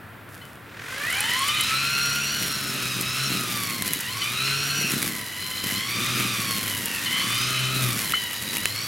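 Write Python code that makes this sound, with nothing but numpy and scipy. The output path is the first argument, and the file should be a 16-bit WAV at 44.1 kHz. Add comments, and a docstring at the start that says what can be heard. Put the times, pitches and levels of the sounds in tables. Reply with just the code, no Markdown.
"""A rising whine and swish: an electric string trimmer spins up and sweeps through tall grass nearby.
Its two lines hum and whip the air, the drive whistles, and all sink in pitch as grass loads the motor.
Stalks shred and thump on the guard, hard stems snap, the loose head rattles and knocks ring the
metal shaft. Underneath are one soft footstep at the start and the murmur of an open yard."""
import sys
import numpy as np
from scipy import signal
from scipy.fft import rfft, irfft, next_fast_len
from scipy.io import wavfile
from scipy.ndimage import map_coordinates

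SR = 44100
rng = np.random.default_rng(int(sys.argv[2]) if len(sys.argv) > 2 else 0)


def output_pcm(signal):
    """Save a mono or channel-first signal as 16-bit PCM at the path in sys.argv[1].

    Samples are clipped to [-1, 1] before scaling.
    """
    pcm = np.clip(np.atleast_2d(signal).T, -1, 1) * 32767
    wavfile.write(sys.argv[1], SR, np.round(pcm).astype(np.int16))


N = 391166
T = np.arange(N) / SR
SWING_OUT_S = (0.75, 1.06)  # the lines swing out over this span
WHINE_DB_PER_OCTAVE = 30  # gain as the speed doubles
# colour of tearing stalks: freq_hz, level_db
SHRED = [(300, 2), (900, -6), (2000, 6), (4000, 1.5), (8500, 0), (11200, 4.5), (13000, 0), (16000, -5)]


def drive_whine(octaves, passes, near_db):
    """The drive whistles: side tones crowd in at speed, and the octave stands out under load."""
    # the main whistle: pass_multiple, level_db
    main_tone = [(10, 0)]
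    # its fader: time_s, level_db
    fader = [(1.1, -50.5), (1.42, -29), (1.58, -42.5), (1.72, -32), (2.0, -31.5), (2.55, -47.5),
             (3.25, -42), (3.65, -40), (4.05, -55), (4.18, -39.5), (4.55, -36.5), (4.77, -63),
             (4.95, -38.5), (5.3, -56.5), (5.9, -44), (6.47, -41), (7.03, -56), (7.22, -42), (7.88, -39),
             (8.2, -53)]
    # its side tones: pass_multiple, level_db
    side_tones = [(9.5, 0), (10.5, -4.5), (11, 0.5)]
    shaken = passes + 0.0084 * wobble(60)  # the whipping lines shake the drive and blur its pitch
    whistle = amp(curve(fader)) * partials(main_tone, shaken)
    whine = amp(-45 + WHINE_DB_PER_OCTAVE * octaves + near_db) * partials(side_tones, shaken)
    labour = amp(-54.5) * partials(main_tone, 2 * shaken)
    return ramp(SWING_OUT_S) * (whistle + filtered(whine + labour, shaft_resonance))


def line_hum(octaves, passes):
    """The lines push air on each pass; unequal lengths add in-between tones until they wear even."""
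    # harmonics of the pushed air: pass_multiple, level_db
    harmonics = [(1, 0.5), (2, -14), (3, -12.5), (5, -19.5)]
    # tones of unequal lines: pass_multiple, level_db
    lopsided = [(.5, -15), (1.5, -5), (2.5, -19), (4.5, -15)]
    # those tones fade with wear: time_s, gain_db
    wear = [(2.4, 1), (3.5, -8.5)]
    # slow drift of the hum: time_s, gain_db
    drift = [(2.35, -6.5), (2.6, -6), (2.9, 0.5), (4.15, -2.5), (4.5, -0.5), (5.3, -6.5), (5.9, 2),
             (6.65, 5.5), (7.1, -3.5), (7.9, 9.5), (8.15, -15), (8.5, 0)]
    even = partials(harmonics, passes, flutter_db=1.84, flutter_hz=13)
    uneven = amp(curve(wear)) * partials(lopsided, passes, flutter_db=1.84, flutter_hz=13)
    return ramp(SWING_OUT_S) * amp(-35.5 + 24 * octaves + curve(drift)) * (even + uneven)


def line_swish(octaves, passes, near_db):
    """Swish, rasp and the whistle's overtones ring the metal shaft, throbbing with every pass."""
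    # body of the swish: pass_multiple, width_multiples, level_db
    body_bands = [(10.2, 1.6, -4.5), (20.23, 1.6, -1.5), (30.23, 1.4, 1.5)]
    # its shrill top: pass_multiple, width_multiples, level_db
    shrill_bands = [(40.1, 1.1, 0), (50, 2.5, -8), (70, 2, -10)]
    # fader of that top: time_s, level_db
    shrill_fader = [(1.6, -44), (2.1, -40), (2.85, -41), (3.22, -36), (3.5, -45.5), (4.05, -45),
                    (4.85, -39.5), (5.05, -53), (5.52, -41.5), (6.53, -41), (6.9, -56), (7.4, -36),
                    (7.75, -50), (8.75, -38)]
    # rasp of the lines: pass_multiple, width_multiples, level_db
    rasp_band = [(18.9, 1.4, 0)]
    # the lines run free of the grass and rasp: start_s, length_s, level_db
    free_runs = [(1.693, 0.56, -38), (4.383, 0.48, -39.5), (6.119, 0.13, -42), (7.5, .37, -43)]
    third_harmonic = partials([(30, -11)], passes)
    body = eddies(body_bands, passes, flare_db=0.96) + third_harmonic
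    body *= amp(-37.5 + 6.5 * octaves + near_db + wobble(22))
    fourth_harmonic = amp(WHINE_DB_PER_OCTAVE * octaves) * partials([(40, -7)], passes)
    shrill = eddies(shrill_bands, passes, flare_db=0) + fourth_harmonic
    shrill *= amp(curve(shrill_fader) + 2.04 * wobble(30))
    free = sum(amp(db) * burst(start, length) for start, length, db in free_runs)
    rasp = free * eddies(rasp_band, passes, flare_db=2.5)
    throb = unit(1 + 0.061 * np.cos(2 * np.pi * passes))
    return ramp(SWING_OUT_S) * throb * filtered(ground_bounce(body) + rasp + shrill, shaft_resonance)


def air_rush(octaves, near_db, switch_on_s=(0.45, 1.03)):
    """A broad rush of air fades in with the motor and grows with its speed."""
    # colour of rushing air: freq_hz, level_db
    colour = [(300, -13.5), (780, -22.5), (1100, -3.5), (2100, -3), (3000, -0.5), (4500, -4.5),
              (10000, -12), (16000, -70)]
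    return ramp(switch_on_s) ** 2 * amp(-33.5 + 8 * octaves + near_db + wobble(14)) * noise(colour)


def grass_cut(octaves, passes):
    """Each pass tears stalks with a crackle, and clumps thump on the guard."""
    # the lines bite into a tuft: start_s, length_s, shred_db, thump_db
    bites = [(2.396, 0.049, -31, -36.5), (2.639, 0.37, -38, -38.5), (3.267, 0.12, -33, -34),
             (3.454, 0.36, -35.5, -39.5), (3.839, 0.079, -30.5, -38.5), (4.768, 0.064, -37, -35.5),
             (4.89, 0.18, -29.5, -34), (5.621, 0.13, -34.5, -37.5), (5.94, 0.28, -36.5, -38.5),
             (6.152, 0.13, -33, -33.5), (6.373, 0.55, -32, -39), (6.995, 0.39, -37, -41),
             (7.73, 0.31, -29.5, -37), (8.405, 0.23, -35, -41)]
    # colour of a clump on the guard: freq_hz, level_db
    thump_colour = [(70, -29), (120, -3), (200, 5), (300, -1), (450, -11.5), (2000, -41)]
    skim = ramp(SWING_OUT_S) * amp(3 * octaves)  # between bites the lines only skim the stubble
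    shred_gain, thump_gain = skim * amp(-34), skim * amp(-49.5)
    for start, length, shred_db, thump_db in bites:
        bite = burst(start, length)
        shred_gain = np.hypot(shred_gain, amp(shred_db) * bite)
        thump_gain = np.hypot(thump_gain, amp(thump_db) * bite)
    strike = (1 + np.cos(2 * np.pi * passes)) ** 2
    clumps = unit(amp(1.65 * wobble(110) + 1.17 * wobble(24)))
    tearing = unit(noise(SHRED) + grains(750 * strike, spread_db=6.5, spectrum=SHRED))
    thumps = grains(110 * strike, spread_db=0, spectrum=thump_colour)
    return shred_gain * clumps * tearing + thump_gain * thumps


def stem_snaps(splinter_t60_s=0.008, splinter_gain=0.17):
    """A hard stem breaks with one sharp crack and a spray of splinters; thin stems snap brighter."""
    # stems hit by the line: time_s, level_db, thinness (0-1)
    stems = [(1.637, -17, 0.9), (3.0112, -13.5, 1), (3.823, -9, 0.13), (3.9348, -7.5, 0.9),
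             (4.007, -15, 0.99), (4.919, -10.5, 0.6), (6.858, -11, 0.78), (8.1222, -10.5, .1),
             (8.5695, -10, 0), (8.6565, -7.5, 0)]
    # colour of a breaking stem: freq_hz, level_db
    colour = [(150, -1), (900, -5.5), (2500, 6.5), (5500, -4), (11000, 1.5), (16000, -8)]
    out, thick_pulse = np.zeros(N), impulse(colour)
    t = np.arange(len(thick_pulse)) / SR
    for start, db, thinness in stems:
        pulse = signal.lfilter([1, -np.clip(thinness, 0, 1)], 1, thick_pulse)
        spray = rng.standard_normal(len(t)) * amp(-60 * t / splinter_t60_s)
        crack = pulse + splinter_gain * np.convolve(spray, pulse)[:len(t)]
        add(out, start, amp(db + 8) * crack / np.abs(crack).max())
    return out


def shaft_and_head(rattle_blows=42, scatter_db=3):
    """Hard knocks and spells of light, uneven rattling ring the metal shaft and the loose head."""
    # knocks on the shaft: time_s, level_db
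    knocks = [(0.413, -36), (1.208, -27), (1.2878, -19), (1.483, -18.5), (1.5671, -19.5), (1.5938, -18),
              (4.2136, -17.5), (7.0586, -17.5), (7.199, -17.5), (8.1367, -15), (8.167, -22)]
    # the head chatters as it gathers speed: time_s, level_db
    chatter = [(1.1251, -16.5), (1.2047, -10), (1.3916, -15.5), (1.4808, -16), (1.6086, -11)]
    # it rattles as it speeds up: start_s, length_s, shaft_db, head_db
    rattles = [(1.095, .55, -31.5, -26.5), (7.104, .6, -28, -31)]
    # modes of the shaft: pitch_hz, level_db, t60_s
    shaft_modes = [(2074, -2, 0.08), (3025, -0.5, 0.22), (4210, -5.5, 0.07)]
    # modes of the head: pitch_hz, level_db, t60_s
    head_modes = [(7490, -3, 0.026), (9260, 0, 0.028), (10660, -1, 0.024), (13300, -1, 0.016)]
    on_shaft, on_head = list(knocks), list(chatter)
    for start, length, shaft_db, head_db in rattles:
        times = start + length * (np.arange(rattle_blows) + rng.random(rattle_blows)) / rattle_blows
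        on_shaft += zip(times, shaft_db + scatter_db * rng.standard_normal(rattle_blows))
        on_head += zip(times, head_db + scatter_db * rng.standard_normal(rattle_blows))
    shaft = ringing(on_shaft, shaft_modes, gain_db=-2.5, attack_s=0.0026, blur_hz=24)
    head = ringing(on_head, head_modes, gain_db=-6.5, attack_s=0.00052, blur_hz=250)
    return shaft + head


def guard_clack():
    """The plastic guard hits something solid with a short clack."""
    # the hit: time_s, level_db
    bump = [(8.136, -20)]
    # modes of the clack: pitch_hz, level_db, t60_s
    modes = [(1250, 1, 0.02), (1480, 4, 0.023)]
    return ringing(bump, modes, gain_db=3, attack_s=0.0008, blur_hz=69.9)


def slack_scrape(passes):
    """The slack lines scrape once a pass, harder and harder, until they fly straight."""
    # fader of the scrape: time_s, level_db
    fader = [(0.55, -70), (0.8, -40.5), (1.25, -34), (1.9, -70)]
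    # its colour: freq_hz, level_db
    colour = [(900, -10), (1750, 1), (3000, -9), (12000, -32)]
    strokes = unit((1 + np.cos(2 * np.pi * passes)) ** 2 + 1)
    return amp(curve(fader)) * strokes * noise(colour)


def footstep(start_s=0.28, length_s=0.22, level_db=-51.5):
    """Stalks rustle softly under a boot."""
    rustle = unit(noise(SHRED) + grains(480, spread_db=18, spectrum=SHRED))
    return amp(level_db) * burst(start_s, length_s) * rustle


def yard(level_db=-43):
    """A steady bed of open air murmuring around the houses."""
    # colour of the murmur: freq_hz, level_db
    colour = [(30, -39), (108, -4), (150, -11), (804, -21), (1500, -15), (3070, -28.5), (6300, -43),
              (12000, -37.5)]
    return amp(level_db) * noise(colour)


def shaft_resonance(hz, radiate_hz=950):
    """Response of the direct sound plus the ringing of the metal shaft; the head is too small to radiate lows."""
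    # resonances of the metal shaft, rung by the whine: centre_hz, width_hz, level_db
    resonances = [(1944.6, 270, 2.5), (2530, 320, -1), (2993, 63, 3), (4247, 279, 1.5), (5727, 240, 1)]
    power = sum((2 * amp(db)) ** 2 / (1 + (2 * (hz - centre) / width) ** 2)
                for centre, width, db in resonances)
    return np.sqrt(1 + power) * hz ** 4 / np.hypot(hz ** 4, radiate_hz ** 4)


def ground_bounce(x, bounce=0.24):
    """The ground returns a copy whose delay shifts as the head bobs, so the bands trade strength."""
    delay_s = 0.000733 * amp(2.02 * wobble(2.5))
    return (x + bounce * np.interp(T - delay_s, T, x)) / np.hypot(1, bounce)


def stereo_scatter(x, t60_s=0.15):
    """Scatter from the ground, fence and shed differs between left and right."""
    # stereo width: freq_hz, side_over_mid_db
    width = [(200, -16.5), (600, -10.5), (4000, -13.5), (8000, -45), (12500, -12)]
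    # balance: freq_hz, left_over_right_db
    lean = [(90, 4), (500, -0.5), (2000, 0.33)]
    t = np.arange(SR // 5) / SR
    scatter = rng.standard_normal(len(t)) * amp(-60 * t / t60_s)
    side = signal.oaconvolve(x, scatter / np.linalg.norm(scatter))[:N]
    side = filtered(side, lambda hz: amp(along(width, hz)))
    stereo = np.array([x + side, x - side])
    return filtered(stereo, lambda hz: amp(np.outer([.5, -.5], along(lean, hz))))


def partials(table, passes, flutter_db=3, flutter_hz=30):
    """Tones locked to whole multiples of the head's turn, each wavering in strength."""
    tone = lambda k: np.sqrt(2) * np.sin(2 * np.pi * (round(2 * k) / 2 * passes + rng.random()))
    return sum(amp(db + flutter_db * wobble(flutter_hz)) * tone(k) for k, db in table)


def eddies(bands, passes, flare_db, steps_per_pass=256, turn_likeness=0.62):
    """Noise bands glide with the head's speed; partly repeating each turn splits them into fine tones."""
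    length = next_fast_len(N, real=True)
    multiple = np.fft.rfftfreq(length, 1 / steps_per_pass)
    comb = 1 / (1 - turn_likeness * np.exp(-2j * np.pi * 2 * multiple))
    out = np.zeros(N)
    for centre, width, db in bands:
        by_angle = irfft(rfft(rng.standard_normal(length)) * comb / (1 + ((multiple - centre) / width) ** 2))
        by_time = map_coordinates(by_angle, [passes * steps_per_pass], order=1)
        out += amp(db + flare_db * wobble(7.6)) * by_time
    return unit(out)


def ringing(blows, modes, gain_db, attack_s, blur_hz):
    """Every blow rings the modes at new strengths; buzzing loose parts blur their pitch."""
    out, t = np.zeros(N), np.arange(SR // 3) / SR
    for start, db in blows:
        ring = np.zeros(len(t))
        for hz, mode_db, t60 in modes:
            decay = amp(mode_db + rng.normal(0, 1.7) - 60 * t / t60)
            drift = np.cumsum(rng.standard_normal(len(t))) * np.sqrt(2 * np.pi * blur_hz / SR)
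            ring += decay * np.sin(2 * np.pi * (hz * t + rng.random()) + drift)
        add(out, start, amp(db + gain_db) * ring * (1 - np.exp(-t / attack_s)))
    return out


def grains(per_second, spread_db, spectrum):
    """Random impacts, their sizes scattered by spread_db, at rms 1."""
    sizes = rng.choice([-1, 1], N) * amp(spread_db * np.clip(rng.standard_normal(N), -2, 2))
    hits = sizes * (rng.random(N) < per_second / SR)
    return unit(signal.oaconvolve(hits, impulse(spectrum))[:N])


def impulse(spectrum, size=2048):
    """The causal pulse that has this spectrum, with peak 1."""
    cepstrum = irfft(np.log(amp(along(spectrum, np.fft.rfftfreq(size, 1 / SR)))))
    cepstrum[1:size // 2] *= 2
    cepstrum[size // 2 + 1:] = 0
    pulse = irfft(np.exp(rfft(cepstrum)))
    return pulse / np.abs(pulse).max()


def noise(spectrum):
    """Coloured noise of rms 1."""
    return unit(filtered(rng.standard_normal(N), lambda hz: amp(along(spectrum, hz))))


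def filtered(x, response):
    """x shaped by a gain for each frequency."""
    size = next_fast_len(N + SR // 4)
    return irfft(rfft(x, size) * response(np.fft.rfftfreq(size, 1 / SR)), size)[..., :N]


def wobble(rate_hz):
    """A smooth random curve, rate_hz knots a second."""
    knots = rng.standard_normal(int(N * rate_hz / SR) + 4)
    coarse = T[::32]
    return np.interp(T, coarse, map_coordinates(knots, [coarse * rate_hz]))


def burst(start, length, attack_s=0.019, release_s=0.086):
    """Quick attack, hold, and a release that dies away."""
    return np.clip((T - start) / attack_s, 0, 1) * np.exp(-np.maximum(T - start - length, 0) / release_s)


def ramp(span_s):
    """Fade from 0 to 1 over the span."""
    return np.interp(T, span_s, [0, 1])


def curve(points):
    """(time_s, value) points read at every sample."""
    return np.interp(T, *np.transpose(points))


def along(points, hz):
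    """(freq_hz, value) points read on a log axis."""
    freqs, values = np.transpose(points)
    return np.interp(np.log(hz + 1), np.log(freqs + 1), values)


def add(track, start_s, sound):
    """Mix a sound into the track."""
    room = track[max(round(start_s * SR), 0):][:len(sound)]
    room += sound[:len(room)]


def amp(db):
    """Decibels to gain."""
    return 10 ** (np.asarray(db) / 20)


def unit(x):
    """Scaled to rms 1."""
    return x / np.sqrt(np.mean(x ** 2) + 1e-20)


def scene(full_speed_hz=144):
    """The head's speed and swing steer the trimmer; its hits, a footstep and the yard join the mix."""
    # speed, two line passes to each turn of the head: time_s, pass_rate_hz
    speed = [(0.75, 38.8), (1.05, 59.67), (1.26, 90.75), (1.55, 123.2), (1.88, 138.7), (2.36, 143.9),
             (2.65, 133.9), (2.98, 124.1), (3.27, 136.2), (3.5, 120.8), (4.05, 92.1), (4.15, 107.9),
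             (4.44, 134), (4.78, 145), (4.97, 133.8), (5.13, 103.7), (5.27, 97.1), (5.5, 102.4),
             (5.72, 99.8), (5.95, 116.1), (6.15, 125.2), (6.39, 115), (7.0, 88.3), (7.23, 111.6),
             (7.48, 127.6), (7.8, 130.6), (8.12, 97.97), (8.59, 94.65), (8.85, 114)]
    # the head swings toward the listener and away into the grass: time_s, nearness_db
    swing = [(1.3, 6.5), (1.6, 5.5), (2.2, -1), (3.25, 1.5), (3.75, -3), (4.5, 2.5), (5.25, -6.5),
             (6.15, 5), (6.7, -2), (7.2, 5.5), (8.3, -3.5)]
    pass_hz, near_db = curve(speed), curve(swing)
    octaves = np.log2(pass_hz / full_speed_hz)
    passes = np.cumsum(pass_hz * (1 + 0.001504 * wobble(16))) / SR  # running count of line passes
    tones = line_hum(octaves, passes) + drive_whine(octaves, passes, near_db)
    air = line_swish(octaves, passes, near_db) + air_rush(octaves, near_db)
    cutting = grass_cut(octaves, passes) + stem_snaps()
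    clatter = shaft_and_head() + guard_clack() + slack_scrape(passes)
    return stereo_scatter(tones + air + cutting + clatter + footstep() + yard())


def record(dry, low_cut_hz=48, top_hz=15950):
    """Thin the deep bass and cut off the very top."""
    return filtered(dry, lambda hz: hz ** 2 / np.hypot(hz ** 2, low_cut_hz ** 2) * (hz < top_hz))


dry = scene()
out = record(dry)
output_pcm(out)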